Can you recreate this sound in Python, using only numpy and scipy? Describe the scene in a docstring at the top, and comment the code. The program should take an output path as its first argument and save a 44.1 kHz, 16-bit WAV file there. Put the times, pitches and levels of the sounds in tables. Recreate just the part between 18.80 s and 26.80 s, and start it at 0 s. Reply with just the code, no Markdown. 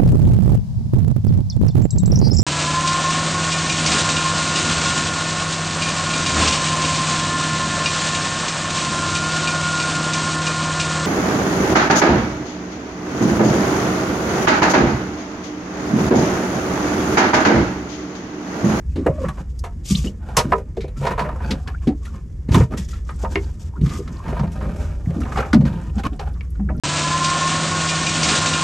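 """Shell traps on an idling boat

A small wooden boat idles on calm water while shell traps and wet line are dropped into a drum close by.
The engine throbs through exhaust and hull, feet and traps thud on the planks, and shells clack and scrape
against the drum wall. The dragged line squeaks and throws off spray, drops tick on drum and deck,
and water laps and gurgles along the side."""
import sys
import numpy as np
from scipy import signal
from scipy.fft import rfft, irfft, next_fast_len
from scipy.io import wavfile
from scipy.ndimage import uniform_filter1d

SR = 44100
rng = np.random.default_rng(int(sys.argv[2]) if len(sys.argv) > 2 else 0)


def pcm_store(signal):
    """Save signal as 16-bit PCM."""
    levels = np.round(np.clip(np.atleast_2d(signal), -1, 1) * 32767)
    wavfile.write(sys.argv[1], SR, levels.astype(np.int16).T)


N = 352785

# Dull blows on the planks. Each row: start in seconds, peak in dB, struck pitch in Hz,
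# push length in seconds, ring time in seconds.
PLANK_BLOWS = [(0.16, -13.5, 323, 0.06, 0.026), (0.261, -9.5, 423, 0.034, 0.025),
               (0.292, -11, 140, 0.035, 0.014), (0.442, -18, 155, 0.014, 0.13),
               (1.103, -10, 206, 0.0125, 0.13), (1.119, -5.5, 194, 0.004, 0.11),
               (1.149, -13, 173, 0.0057, 0.22), (1.243, -15.5, 219, 0.022, 0.15),
               (1.256, -24, 336, 0.039, 0.039), (1.574, -13.5, 161, 0.032, 0.036),
               (1.646, -15, 272, 0.019, 0.21), (1.729, -16.5, 443, 0.02, 0.19),
               (1.972, -16.5, 473, 0.017, 0.1), (2.034, -27.5, 424, 0.033, 0.026),
               (2.177, -20, 139, 0.17, 0.49), (2.39, -30, 146, 0.023, 0.24),
               (2.705, -15.5, 252, 0.044, 0.048), (3.071, -6, 285, 0.041, 0.11),
               (3.687, -11, 180, 0.0083, 0.069), (3.703, -5.5, 105.6, 0.024, 0.059),
               (3.747, -12.5, 100, 0.011, 0.028), (3.798, -2.5, 120, 0.044, 0.023),
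               (3.92, -18.5, 182, 0.026, 0.025), (3.978, -19.5, 170, 0.043, 0.026),
               (4.421, -28, 192, 0.15, 0.027), (4.556, -14, 416, 0.013, 0.16),
               (5.013, -7.5, 160, 0.017, 0.02), (5.028, -4.5, 167, 0.023, 0.19),
               (5.189, -21.5, 422, 0.023, 0.089), (5.594, -10.5, 166, 0.025, 0.31),
               (5.614, -12.5, 134, 0.013, 0.088), (5.857, -18.5, 190, 0.075, 0.88),
               (6.271, -10.5, 161, 0.025, 0.14), (6.361, -15.5, 271, 0.039, 0.19),
               (6.733, -1.5, 244, 0.019, 0.033), (6.749, 0, 220, 0.022, 0.11),
               (6.763, -2.5, 246, 0.018, 0.17), (6.787, -5.5, 132, 0.016, 0.25),
               (6.815, -10, 176, 0.027, 0.037), (6.851, -8.5, 192, 0.011, 0.12),
               (6.9, -16.5, 161, 0.051, 0.16), (6.955, -22, 143, 0.037, 0.19),
               (7.16, -14, 204, 0.036, 0.094), (7.241, -19.5, 249, 0.039, 0.08),
               (7.793, -14, 183, 0.035, 0.19)]
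# The wooden hull's modes. Each row: pitch in Hz, relative level in dB.
HULL_MODES = [(105, 1), (142, 17), (168, 15.5), (198, 16), (222, 4.5), (250, 3.5), (290, 4), (328, 1.5),
              (395, -8), (455, -11.5), (525, -45)]
# Shells landing in the drum. Each row: start in seconds, peak of the ring in dB, pitch in Hz,
# edge and treble in dB relative to that peak, crunch length in seconds.
SHELL_HITS = [(0.156, -31.5, 460, -8.5, -25, 0.3), (0.262, -11, 550, -26, -28.5, 0.11),
              (0.444, -31, 1334, -27, -27, 0.21), (0.483, -26, 1136, -9.5, -11, 0.13),
              (0.576, -36, 1010, -29, -33, 0.15), (0.789, -61.5, 452, -10, 24.5, 0.08),
              (0.837, -26, 921, -11.5, -14, 0.18), (0.859, -30.5, 697, -28, -19, 0.073),
              (1.239, -32, 445, -7, -40, 0.32), (1.485, -31.5, 730, -17, -22, 0.08),
              (1.566, -8.5, 1090, -4, 0.5, 0.17), (1.574, -13, 949, -30, -40, 0.11),
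              (1.585, -14.5, 500, -2, -36, 0.14), (1.719, -6.5, 982, -25.5, -44, 0.1),
              (1.73, -11, 1022, -27, -41, 0.041), (1.778, -28, 508, -22, -19.5, 0.13),
              (1.967, -35, 437, -7.5, -40, 0.14), (2.005, -40, 2370, 1.5, -36, 0.27),
              (2.042, -25, 492, -31, -36, 0.011), (2.078, -35, 490, -12, -19, 0.15),
              (2.211, -27, 556, -19, -20, 0.14), (2.245, -18.5, 668, -20, -28, 0.38),
              (2.265, -12.5, 950, -15.5, -45, 0.14), (2.309, -21, 1010, -29, -31, 0.11),
              (2.376, -18.5, 923, -19, -29, 0.21), (2.39, -15.5, 985, -13.5, -29, 0.25),
              (2.446, -23, 605, -32, -33, 0.33), (2.487, -22.5, 910, -22, -31, 0.11),
              (2.556, -31.5, 900, -24, -22, 0.14), (2.602, -29, 980, -36, -34, 0.12),
              (2.706, -26.5, 543, 4.5, -36, 0.15), (2.873, -33, 1610, 0, -35, 0.092),
              (3.07, -25, 427, -8, -43, 0.18), (3.25, -46.5, 1750, 4.5, 1, 0.19),
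              (3.685, -30.5, 527, -13.5, -22, 0.18), (3.714, -41.5, 467, 10, -6, 0.33),
              (3.742, -10, 1030, -8.5, -14, 0.13), (3.802, -15.5, 444, -22, -35, 0.1),
              (3.936, -29, 1306, -29, -40, 0.067), (3.918, -31.5, 460, -35, -21, 0.29),
              (3.97, -45, 550, 8, 7.5, 0.38), (4.133, -42, 1370, -2.5, -23, 0.19),
              (4.29, -26, 1230, -16.5, -38, 0.13), (4.434, -18.5, 520, -38, -33, 0.033),
              (4.445, -19, 920, -25, -34, 0.096), (4.555, -14.5, 2180, -20, -45, 0.1),
              (5.011, -44, 477, 1, -11, 0.088), (5.059, -35, 1270, -4, -26, 0.17),
              (5.091, -46.5, 1250, 9, -23, 0.14), (5.275, -35.5, 1310, -7, -32, 0.093),
              (5.453, -31, 890, -30, -39, 0.15), (5.477, -29.5, 980, -15, -36, 0.24),
              (5.524, -23, 512, -36, -39, 0.066), (5.563, -27.5, 980, -29, -50, 0.061),
              (5.591, -23.5, 940, -15, -51, 0.14), (5.631, -24, 679, -22, -26, 0.14),
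              (5.716, -47, 544, 0, 1.5, 0.34), (5.806, -31, 1050, -19, -40, 0.44),
              (5.852, -36, 1100, -20, -43, 0.067), (5.891, -39, 1320, -23, -37, 0.099),
              (5.957, -37.5, 560, -12, -10, 0.85), (6.3, -30.5, 568, -16, -22, 0.12),
              (6.402, -33, 462, -13, -8, 0.12), (6.415, -31.5, 1350, -13, -30, 0.065),
              (6.449, -33, 1020, -15, -27.5, 0.79), (6.519, -24.5, 1275, -18, -29, 0.1),
              (6.557, -25, 1290, -17, -37, 0.26), (6.57, -17, 792, -16, -41, 0.38),
              (6.627, -24, 1280, -26, -32, 0.08), (6.729, -13.5, 1480, -8, -32, 0.09),
              (6.74, -16.5, 743, -9.5, -36, 0.12), (6.806, -28, 560, -16, -41, 0.14),
              (6.85, -32.5, 680, -5, -30, 0.28), (7.179, -31, 790, -7, -58, 0.19),
              (7.234, -29, 1064, -3.5, -15, 0.072), (7.249, -34, 1130, -3, -20, 0.14),
              (7.392, -26, 810, -7, -53, 0.12), (7.549, -47, 1140, -19, -30, 0.31),
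              (7.607, -32.5, 2250, -20, -32, 0.074), (7.752, -46, 1430, -10, -19, 0.089),
              (7.794, -35.5, 765, -31, -42, 0.069), (7.888, -28.5, 1290, -40.5, -59, 0.091),
              (7.896, -24.5, 646, -40, -45, 0.08)]
# Line and shells dragged about. Each row: start and length in seconds, strongest moment as a share
# of the length, levels of plank rumble, scrape and spray in dB, drum pitch in Hz.
DRAG_MOVES = [(0.079, 0.096, 0.41, -41, -65, -53, 2530), (0.143, 0.43, 0.69, -28, -46.5, -48, 1133),
              (0.557, 0.068, 0.83, -31, -42.5, -50, 820), (0.65, 0.19, 0.26, -58, -98, -61, 900),
              (1.031, 0.064, 1, -58, -63, -33, 650), (1.079, 0.15, 0.29, -50, -52.5, -24.5, 1170),
              (1.235, 0.065, 0.19, -48, -70, -34.5, 900), (1.385, 0.29, 0.69, -38.5, -43, -52.5, 837),
              (1.622, 0.19, 0.23, -29, -36.5, -50.5, 554), (1.951, 0.12, 0.21, -30.5, -55, -58, 550),
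              (2.153, 0.14, 0.17, -31, -52, -42, 1330), (2.189, 0.16, 0.81, -26, -30, -52, 967),
              (2.386, 0.17, 0.18, -25.5, -37, -59, 917), (2.562, 0.21, 0.81, -27, -38, -48.5, 870),
              (2.753, 0.18, 0.23, -35, -47.5, -54, 736), (2.864, 0.042, 0.44, -28, -36, -67, 1090),
              (2.998, 0.093, 0.4, -44, -54.5, -55, 1080), (3.328, 0.091, 0.15, -39, -50, -51, 1090),
              (3.203, 0.13, 0.33, -49, -54.5, -47, 1140), (3.696, 0.13, 0.58, -14, -30, -29, 947),
              (3.887, 0.089, 0.62, -21.5, -39, -66, 624), (3.963, 0.082, 0.11, -45, -44.5, -32, 1926),
              (4.071, 0.12, 0.08, -39.5, -53.5, -41, 1960), (4.192, 0.06, 0.26, -57, -85, -50, 1200),
              (4.244, 0.18, 0.27, -48, -58, -48, 1180), (4.366, 0.088, 0.71, -50, -48, -39.5, 810),
              (4.455, 0.24, 0.29, -35, -45, -43, 890), (4.66, 0.17, 0.33, -55, -69, -54, 920),
              (4.776, 0.097, 0.44, -43, -57, -46, 915), (4.866, 0.074, 0.3, -48, -60, -65, 920),
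              (4.948, 0.095, 0.99, -22, -52.5, -68, 925), (5.012, 0.21, 0.61, -29.5, -43.5, -35, 1200),
              (5.202, 0.27, 0.43, -31.5, -47.5, -50, 1064), (5.421, 0.35, 0.19, -26.5, -39, -51.5, 913),
              (5.728, 0.27, 0.33, -28.5, -38.5, -57, 595), (5.902, 0.3, 0.42, -32, -43, -47, 576),
              (5.868, 0.3, 0.71, -58, -51.5, -65, 1297), (6.202, 0.68, 0.3, -28.5, -42.5, -48.5, 682),
              (6.504, 0.13, 0.77, -25, -44, -41, 1230), (6.56, 0.076, 0.41, -45, -37.5, -60, 1340),
              (6.842, 0.2, 0.04, -25, -38.5, -49, 903), (6.982, 0.2, 0.44, -32.5, -50, -57, 1010),
              (7.129, 0.08, 0.91, -30, -38, -44, 788), (7.23, 0.044, 0.88, -19.5, -30, -42, 1100),
              (7.303, 0.069, 0.41, -23.5, -47.5, -58, 740), (7.389, 0.072, 0.3, -43, -36.5, -64, 750),
              (7.447, 0.062, 0.53, -53, -44.5, -66, 800), (7.542, 0.051, 0.73, -51, -62, -63, 1170),
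              (7.608, 0.082, 0.36, -60, -59.5, -67, 1140), (7.855, 0.38, 0.12, -30, -61.5, -76, 810)]

LOW_RISE_S, HIGH_RISE_S = 0.015, 0.006  # attack of dark and of bright layers
FLICKER_DB = 1.7  # quick level wobble of rumble, scrape and spray


def undb(db):
    """Gain of a level in dB."""
    return 10 ** (np.asarray(db) / 20)


def unit(x):
    """Scale to rms 1."""
    return x / np.sqrt(np.mean(x ** 2))


def peak(x, db):
    """Scale so that the loudest few milliseconds reach db."""
    return x * undb(db) / np.sqrt(2 * uniform_filter1d(x ** 2, 200).max())


def add(out, start, x):
    """Mix x in from start, in seconds."""
    i = int(start * SR)
    out[i:i + len(x)] += x[:len(out) - i]


def curve(table):
    """Columns of a time table, one value a sample."""
    rows = np.array(table)
    return [np.interp(np.arange(N) / SR, rows[:, 0], col) for col in rows.T[1:]]


def low(x, hz):
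    """Steep low-pass."""
    return signal.sosfilt(signal.butter(4, hz, fs=SR, output="sos"), x)


def resonate(x, hz, width):
    """Two-pole resonance, gain 1 at the centre."""
    return signal.lfilter(*signal.iirpeak(hz, max(hz / width, .3), fs=SR), x)


def smear(x, tail_s):
    """Give every sample an exponential tail."""
    return signal.lfilter([1], [1, -np.exp(-1 / (tail_s * SR))], x)


def colour(x, table):
    """Shape a long sound by (Hz, gain) points."""
    hz, gain = np.transpose(table)
    n = next_fast_len(len(x) + SR // 10)
    f = np.fft.rfftfreq(n, 1 / SR) + 1
    return irfft(rfft(x, n) * np.interp(np.log(f), np.log(hz), gain), n)[:len(x)]


def gains(table):
    """(Hz, dB) points as (Hz, gain)."""
    return [(hz, undb(db)) for hz, db in table]


def walk(rate):
    """Smooth random drift, rate steps a second, spread near 1."""
    hold = int(SR / rate)
    steps = np.repeat(rng.standard_normal(N // hold + 1), hold)[:N]
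    return 1.396 * uniform_filter1d(uniform_filter1d(steps, hold), hold)


def aftermath(starts, dbs, t60s, rise_s):
    """Power that builds quickly after each blow and dies away."""
    out, t = np.zeros(N), np.arange(SR // 2) / SR
    attack = np.sin(np.pi / 2 * np.minimum(t / rise_s, 1)) ** 2
    for start, db, t60 in zip(starts, dbs, t60s):
        add(out, start, (attack * undb(db - 60 * t / max(t60, .01))) ** 2)
    return out


def engine(firing_hz=20.28, boom_below_hz=163, boom_s=0.14):
    """One uneven firing a cycle rings the exhaust and hull; low blows make the hull boom along."""
    # The idle's swells. Each row: time in seconds, level in dB.
    idle_levels = [(0, -18.5), (0.5, -34), (0.95, -26), (1.5, -36.5), (2.0, -26), (2.6, -25), (3.0, -29),
                   (3.5, -26), (4.0, -31), (4.4, -22), (4.95, -32.5), (5.4, -29.5), (5.95, -22), (6.7, -24),
                   (7.0, -31.5), (7.5, -28.5), (8.0, -18.5)]
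    # Exhaust and hull resonances. Each row: pitch in Hz, width in Hz, relative level in dB.
    exhaust_modes = [(59.93, 9.9, -8), (81.44, 6.8, -12), (38, 13, -33), (145.4, 29.7, -20)]
    cycles = np.cumsum(firing_hz * (1 + 0.00991 * walk(1.8))) / SR
    firings = np.diff(np.floor(cycles), prepend=0)
    pulses = unit(firings * undb(6.4 * walk(25))) + 0.91 * rng.standard_normal(N)
    throb = sum(undb(db) * unit(resonate(resonate(pulses, hz, width), hz, width))
                for hz, width, db in exhaust_modes)
    starts, blow_db, blow_hz, _, _ = np.transpose(PLANK_BLOWS)
    boom_db = blow_db - 4.5 - 10 * np.log10(1 + (blow_hz / boom_below_hz) ** 6)
    boom_power = aftermath(starts, boom_db, np.full_like(starts, boom_s), LOW_RISE_S)
    return unit(throb) * np.sqrt(undb(curve(idle_levels)[0]) ** 2 + boom_power)


def sea(level_db=-30.5):
    """Water laps at the hull as a soft, deep wash."""
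    # Tone of the wash. Each row: frequency in Hz, relative level in dB.
    wash_spectrum = [(12, -52), (20, -48), (53, 11), (83, 7), (129, -11.5), (180, -17.5), (705, -63),
                     (1820, -52), (3260, -99), (7510, -55), (12100, -60.5), (15500, -106)]
    return unit(colour(rng.standard_normal(N), gains(wash_spectrum))) * undb(level_db + walk(0.74))


def snags(per_second=16):
    """The line catches and lets go: a level in dB that jumps at random and sinks back."""
    jumps = (rng.random(N) < per_second / SR) * rng.exponential(size=N).clip(max=2.5)
    db = 1.6 * smear(jumps, tail_s=.02)
    return db - db.mean()


def pull(start, length, strongest, jerk_db, sag_db=11.5, fall_s=0.05):
    """Gain of one drag: a quick start, a swell to its strongest moment, a sag and a fade."""
    first = int(start * SR)
    t = np.arange(min(int((length + 4 * fall_s) * SR), N - first)) / SR
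    swell_db = np.interp(t / length, [0, np.clip(strongest, .02, .98), 1], [-sag_db, 0, -sag_db])
    rise_s = 0.013 + 0.18 * strongest * length
    fades_db = -20 * np.maximum(1 - t / rise_s, 0) - 20 * np.maximum(t - length, 0) / fall_s
    return undb(swell_db + fades_db + jerk_db[first:first + len(t)])


def drag_power(layer, jerk_db):
    """Power that all the drags give to the "rumble" or the "spray"."""
    out, column = np.zeros(N), {"rumble": 3, "spray": 5}[layer]
    for row in DRAG_MOVES:
        add(out, row[0], (undb(row[column]) * pull(*row[:3], jerk_db)) ** 2)
    return out


def plank_rumble(jerk_db, rest_db=-43.5):
    """Boards rumble in the hull's modes under each drag and after each blow."""
    starts, db, _, _, ring_s = np.transpose(PLANK_BLOWS)
    blow_power = aftermath(starts, db - 22, 3.4 * ring_s, LOW_RISE_S)
    power = undb(rest_db) ** 2 + drag_power("rumble", jerk_db) + blow_power
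    push = rng.standard_normal(N) * undb(FLICKER_DB * walk(21))
    boards = sum(undb(mode_db) * resonate(push, hz, 16.6) / hz for hz, mode_db in HULL_MODES)
    return unit(low(boards, 379)) * np.sqrt(power)


def drum(x, hz, octaves):
    """The drum wall colours what strikes it, most near the struck pitch."""
    # The wall's modes. Each row: pitch in Hz, relative level in dB, width in Hz.
    wall_modes = [(403, 12.5, 58), (522.7, 11.5, 39.5), (612, 11, 9.2), (681, 6, 29), (765.3, 5, 38),
                  (912.6, 3, 57), (980, 6, 26), (1063, 2.5, 125), (1228, 5.5, 28), (1299, 3.5, 36),
                  (1495, -1, 260), (1733, 3, 52), (1843, 4, 46), (2050, 0, 440), (2710, -2.5, 430),
                  (2833, 4, 77)]
    return sum((-1) ** k * undb(db) * np.exp(-(np.log2(f / hz) / octaves) ** 2) * resonate(x, f, width)
               for k, (f, db, width) in enumerate(wall_modes))


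def slips(rate, spread_db):
    """Stick-slip: separate jerks at random moments, of uneven size."""
    return (rng.random(N) < rate / SR) * rng.standard_normal(N) * undb(spread_db * rng.standard_normal(N))


def trickle():
    """Water runs off the line: small bubbles at random moments, each a few rising cycles."""
    out = np.zeros(N)
    for when, pitch, size in rng.random((320, 3)):
        hz = 495 * 2 ** (2.4 * pitch)
        cycles = np.arange(int(16 * SR / hz)) * hz / SR
        chirp = np.sin(2 * np.pi * cycles * (1 + .008 * cycles))
        add(out, when * N / SR, undb(12 * size) * np.exp(-cycles / 5) * chirp)
    return unit(out)


def scrape(jerk_db, rest_db=-61.5, hollow_width_hz=55, overtone_ratio=1.72):
    """Line and shells scrape the drum in small jerks, ring the air inside and drip as they move."""
    starts, hit_db, _, _, _, crunch_s = np.transpose(SHELL_HITS)
    power = undb(rest_db) ** 2 + aftermath(starts, hit_db - 7, 0.9 * crunch_s, HIGH_RISE_S)
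    jerks = slips(rate=2600, spread_db=1) * undb(FLICKER_DB * walk(32))
    drips = undb(-22) * trickle()
    rub = unit(low(drum(jerks, 950, octaves=3.1), 2430))
    out = (rub + drips) * np.sqrt(power)
    for start, length, strongest, _, db, _, hz in DRAG_MOVES:
        gain = pull(start, length, strongest, jerk_db)
        here = slice(int(start * SR), int(start * SR) + len(gain))
        wall = unit(low(drum(jerks[here], hz, octaves=1.38), 3400))
        fundamental = resonate(jerks[here], hz, hollow_width_hz)
        overtone = resonate(jerks[here], overtone_ratio * hz, overtone_ratio * hollow_width_hz)
        hollow = undb(2) * unit(fundamental + undb(-12.5) * overtone)
        add(out, start, undb(db) * gain * (wall + hollow + drips[here]))
    return out


def grit(spread_db, tail_s):
    """Dense clicks of very uneven size, each smeared by a short tail."""
    power = undb(spread_db * np.minimum(rng.exponential(size=N), 7)) ** 2
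    return rng.standard_normal(N) * np.sqrt(smear(power, tail_s))


def spray(jerk_db, rest_db=-61.5):
    """Fine drops fly off the dragged line and off each shell as it lands; the finest add sizzle."""
    # Tone of the spray. Each row: frequency in Hz, relative level in dB.
    spray_spectrum = [(1060, -50.5), (1800, -17.5), (2480, -7), (3180, -2), (4180, -4.5), (5300, 5),
                      (6290, 6.5), (8970, -8), (10200, -11.5), (11400, -9.5), (15000, -41.5)]
    starts, db, _, edge_db, _, crunch_s = np.transpose(SHELL_HITS)
    shake_power = aftermath(starts, db + edge_db - 13, 0.82 * crunch_s, HIGH_RISE_S)
    power = undb(rest_db) ** 2 + drag_power("spray", jerk_db) + shake_power
    patter = grit(spread_db=4.3, tail_s=0.0015) * undb(FLICKER_DB * walk(39))
    drops = unit(colour(patter, gains(spray_spectrum)))
    body = low(drops, 6240)
    sizzle = undb(-3.5) * (drops - body)
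    return np.sqrt(power) * (body + sizzle)


def shell_clacks(dull_above_hz=1780):
    """A sharp contact and a crunch of smaller ones ring shell and drum; edge and treble die sooner."""
    out, t = np.zeros(N), np.arange(SR // 6) / SR
    edge_band = signal.butter(2, [1800, 5000], "band", fs=SR, output="sos")
    treble_band = signal.butter(2, [5000, 12000], "band", fs=SR, output="sos")
    for start, db, hz, edge_db, treble_db, crunch_s in SHELL_HITS:
        noise = rng.standard_normal(len(t))
        fall_db = -60 * t / np.clip(crunch_s, .01, .3)
        contacts = noise ** 3 * undb(1.02 * fall_db)
        contacts[int(.002 * SR)] += 77  # the sharp first contact
        shell = resonate(contacts, hz, 0.024 * hz * (1 + (hz / dull_above_hz) ** 4))
        ring = low(drum(contacts, hz, octaves=0.74) + 4.6 * shell, 2.9 * hz)
        burst = noise * np.minimum(t / .0045, 1)
        edge = signal.sosfilt(edge_band, burst * undb(1.67 * fall_db))
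        air = signal.sosfilt(treble_band, burst * undb(1.57 * fall_db))
        treble = air + undb(19.5) * resonate(air, 5100, 1600)
        add(out, start, peak(ring, db) + peak(edge, db + edge_db) + peak(treble, db + treble_db))
    return out


def plank_thuds():
    """A knock and a short rough push ring the plank modes nearest the struck pitch."""
    out, t = np.zeros(N), np.arange(SR // 4) / SR
    for start, db, hz, push_s, ring_s in PLANK_BLOWS:
        force = rng.standard_normal(len(t)) * np.exp(-(t / max(push_s, .002)) ** 2)
        force[0] += 12  # the knock
        width = np.log(1000) / np.pi / np.clip(ring_s, .03, .4)
        wood = sum(np.exp(-(np.log2(f / hz) / 0.26) ** 2) * undb(mode_db) * resonate(force, f, width)
                   for f, mode_db in HULL_MODES)
        add(out, start, peak(low(wood, 1.254 * hz), db))
    return out


def line_squeak():
    """Wet line sticks and slips on the rim: a wavering tone with a rough overtone."""
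    # The squeak's contour. Each row: time in seconds, pitch in Hz, level in dB.
    contour = [(0.29, 515, -32), (0.308, 509, -21), (0.35, 590, -42), (0.386, 612, -31.5),
               (0.428, 503, -28), (0.45, 533, -25.5)]
    hz, db = curve(contour)
    t = np.arange(N) / SR
    gate = uniform_filter1d(1. * (t > contour[0][0]) * (t < contour[-1][0]), 300)
    phase = 2 * np.pi * np.cumsum(hz * (1 + 0.03 * walk(250))) / SR
    gain = gate * undb(db + 4 * walk(120))
    overtone = undb(-21 + 4 * walk(90)) * np.sin(2 * phase)
    return gain * (np.sin(phase) + overtone)


def gurgles_and_squeaks():
    """Gurgles, drips and thin squeaks of the wet line, each a short rough tone that rises as it fades."""
    # Each row: start in seconds, level in dB, starting pitch in Hz, rise in octaves,
    # length of the rise in seconds.
    chirps = [(1.146, -17, 2980, 0.94, 0.026), (1.269, -29.5, 2870, 0.071, 0.026),
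              (1.529, -33, 744, 0.08, 0.018), (1.551, -20, 1196, 0.068, 0.023),
              (2.64, -30, 1420, 0.089, 0.035), (2.615, -40, 2440, 0.12, 0.1),
              (2.642, -49, 3400, 0.059, 0.037), (2.634, -42, 4530, 0.041, 0.077),
              (2.855, -37, 1066, 0.12, 0.049), (2.881, -27, 1660, 0.028, 0.022),
              (2.94, -31.5, 1320, 0.38, 0.03), (2.977, -45, 2000, 0.54, 0.017),
              (3.076, -22.5, 750, 0.016, 0.053), (3.255, -33, 1850, 0.083, 0.017),
              (3.266, -33, 1300, 0.14, 0.033), (4.131, -27, 1280, 0.092, 0.012),
              (4.927, -31.5, 850, 0.31, 0.05), (4.96, -34.5, 1300, 0.12, 0.025),
              (5.384, -28.5, 1020, 0.2, 0.049), (5.673, -35, 4160, 0.2, 0.0091),
              (7.941, -42, 1370, .02, 0.035)]
    out = np.zeros(N)
    flutter_hz, rough_db = 35 * walk(700), 4 * walk(300)
    slow_blur, fast_blur = (walk(rate) + 1j * walk(rate) for rate in (350, 2200))
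    for start, db, hz, rise, length in chirps:
        first = int(start * SR)
        age = np.arange(min(int(1.2 * length * SR), N - first)) / (length * SR)
        here = slice(first, first + len(age))
        glide_hz = hz * 2 ** (rise * np.minimum(age, 1)) + flutter_hz[here]
        noisy = np.clip(hz * rise / 2600, 0, 1)  # wide glides break up into noise
        blur = (1 - noisy) * (.7 + .3 * slow_blur[here]) + noisy * fast_blur[here] / np.sqrt(2)
        tone = np.imag(blur * np.exp(2j * np.pi * np.cumsum(glide_hz) / SR))
        envelope = age ** .5 * np.exp(-2.5 * age ** 2)
        add(out, start, undb(db + rough_db[here]) * envelope * tone)
    return out


def drop_ticks(t60_s=0.03):
    """Single drops and grains hit drum and deck: a pitched puff of tiny contacts over a broad splat."""
    # Each row: start in seconds, peak in dB, pitch in Hz.
    landings = [(3.98, -47, 1960), (4.047, -43, 6000), (4.086, -43, 6200), (4.088, -53, 3030),
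                (4.135, -50, 4800), (4.249, -53, 6000), (4.304, -52, 9000), (4.358, -50, 8150),
                (4.394, -48, 7500), (4.64, -46.5, 4500), (4.672, -62, 5500), (4.815, -54, 6000),
                (5.325, -48, 6300), (5.365, -47, 4470), (5.432, -64, 5500), (5.535, -58, 4000),
                (5.596, -48, 4800), (5.727, -53, 6550), (5.8, -60, 6500), (6.257, -43, 1930),
                (6.364, -51, 3000), (6.43, -38, 2600), (6.925, -48, 3570), (6.955, -47, 3100),
                (7.012, -53, 7540), (7.066, -54, 6500), (7.095, -48, 2600), (7.154, -49, 7020),
                (7.329, -48, 3170), (7.36, -56, 8000), (7.455, -60, 6060), (7.483, -56, 7000),
                (7.528, -60, 10500), (7.535, -57, 5200), (7.538, -56, 3640), (7.578, -61, 6000),
                (7.627, -62, 9550), (7.702, -53, 10900), (7.715, -62, 10100), (7.768, -62, 7000),
                (7.945, -67, 7000), (7.963, -58, 10500), (7.976, -54, 5300)]
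    out, t = np.zeros(N), np.arange(SR // 20) / SR
    for start, db, hz in landings:
        puff = rng.standard_normal(len(t)) * np.minimum(t / HIGH_RISE_S, 1) * undb(-60 * t / t60_s)
        ring = resonate(resonate(puff, hz, 0.42 * hz), hz, 0.42 * hz)
        splat = np.diff(resonate(puff, hz, 1.5 * hz), prepend=0)
        add(out, start, peak(ring, db) + peak(splat, db - 14))
    return out


def scene():
    """Everything is close and central; each layer's own short reflections give a little width."""
    # Reflection send of each layer in dB, in the order of the layers below.
    sends_db = [6.5, -4.5, -4.5, -3.5, -1, -4]
    # Stereo width. Each row: frequency in Hz, gain of the side signal.
    side_gains = [(28, 0.1), (60, 0.012), (140, 0.03), (300, 0.18), (1000, 0.38), (2500, 0.68),
                  (6000, 0.38), (13000, 0.47)]
    jerk_db = 1.4 * walk(45) + snags()  # one uneven pull drives rumble, scrape and spray
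    layers = [engine() + sea(), plank_thuds(), shell_clacks(), plank_rumble(jerk_db) + scrape(jerk_db),
              spray(jerk_db), gurgles_and_squeaks() + line_squeak() + drop_ticks()]
    echoes = rng.standard_normal((len(layers), 2048)) * np.exp(-np.arange(2048) / 250)
    side = sum(undb(db) * signal.fftconvolve(layer, echo / np.linalg.norm(echo))[:N]
               for layer, echo, db in zip(layers, echoes, sends_db))
    return sum(layers) + colour(side, side_gains) * np.array([[1], [-1]])


def record(dry, top_hz=15550):
    """Soft saturation rounds the loudest peaks; the treble rolls off and the very top is cut."""
    rounded = low(np.tanh(.8 * dry) / .8, 14200)
    return signal.sosfilt(signal.ellip(12, .3, 80, top_hz, fs=SR, output="sos"), rounded)


dry = scene()
out = record(dry)
pcm_store(out)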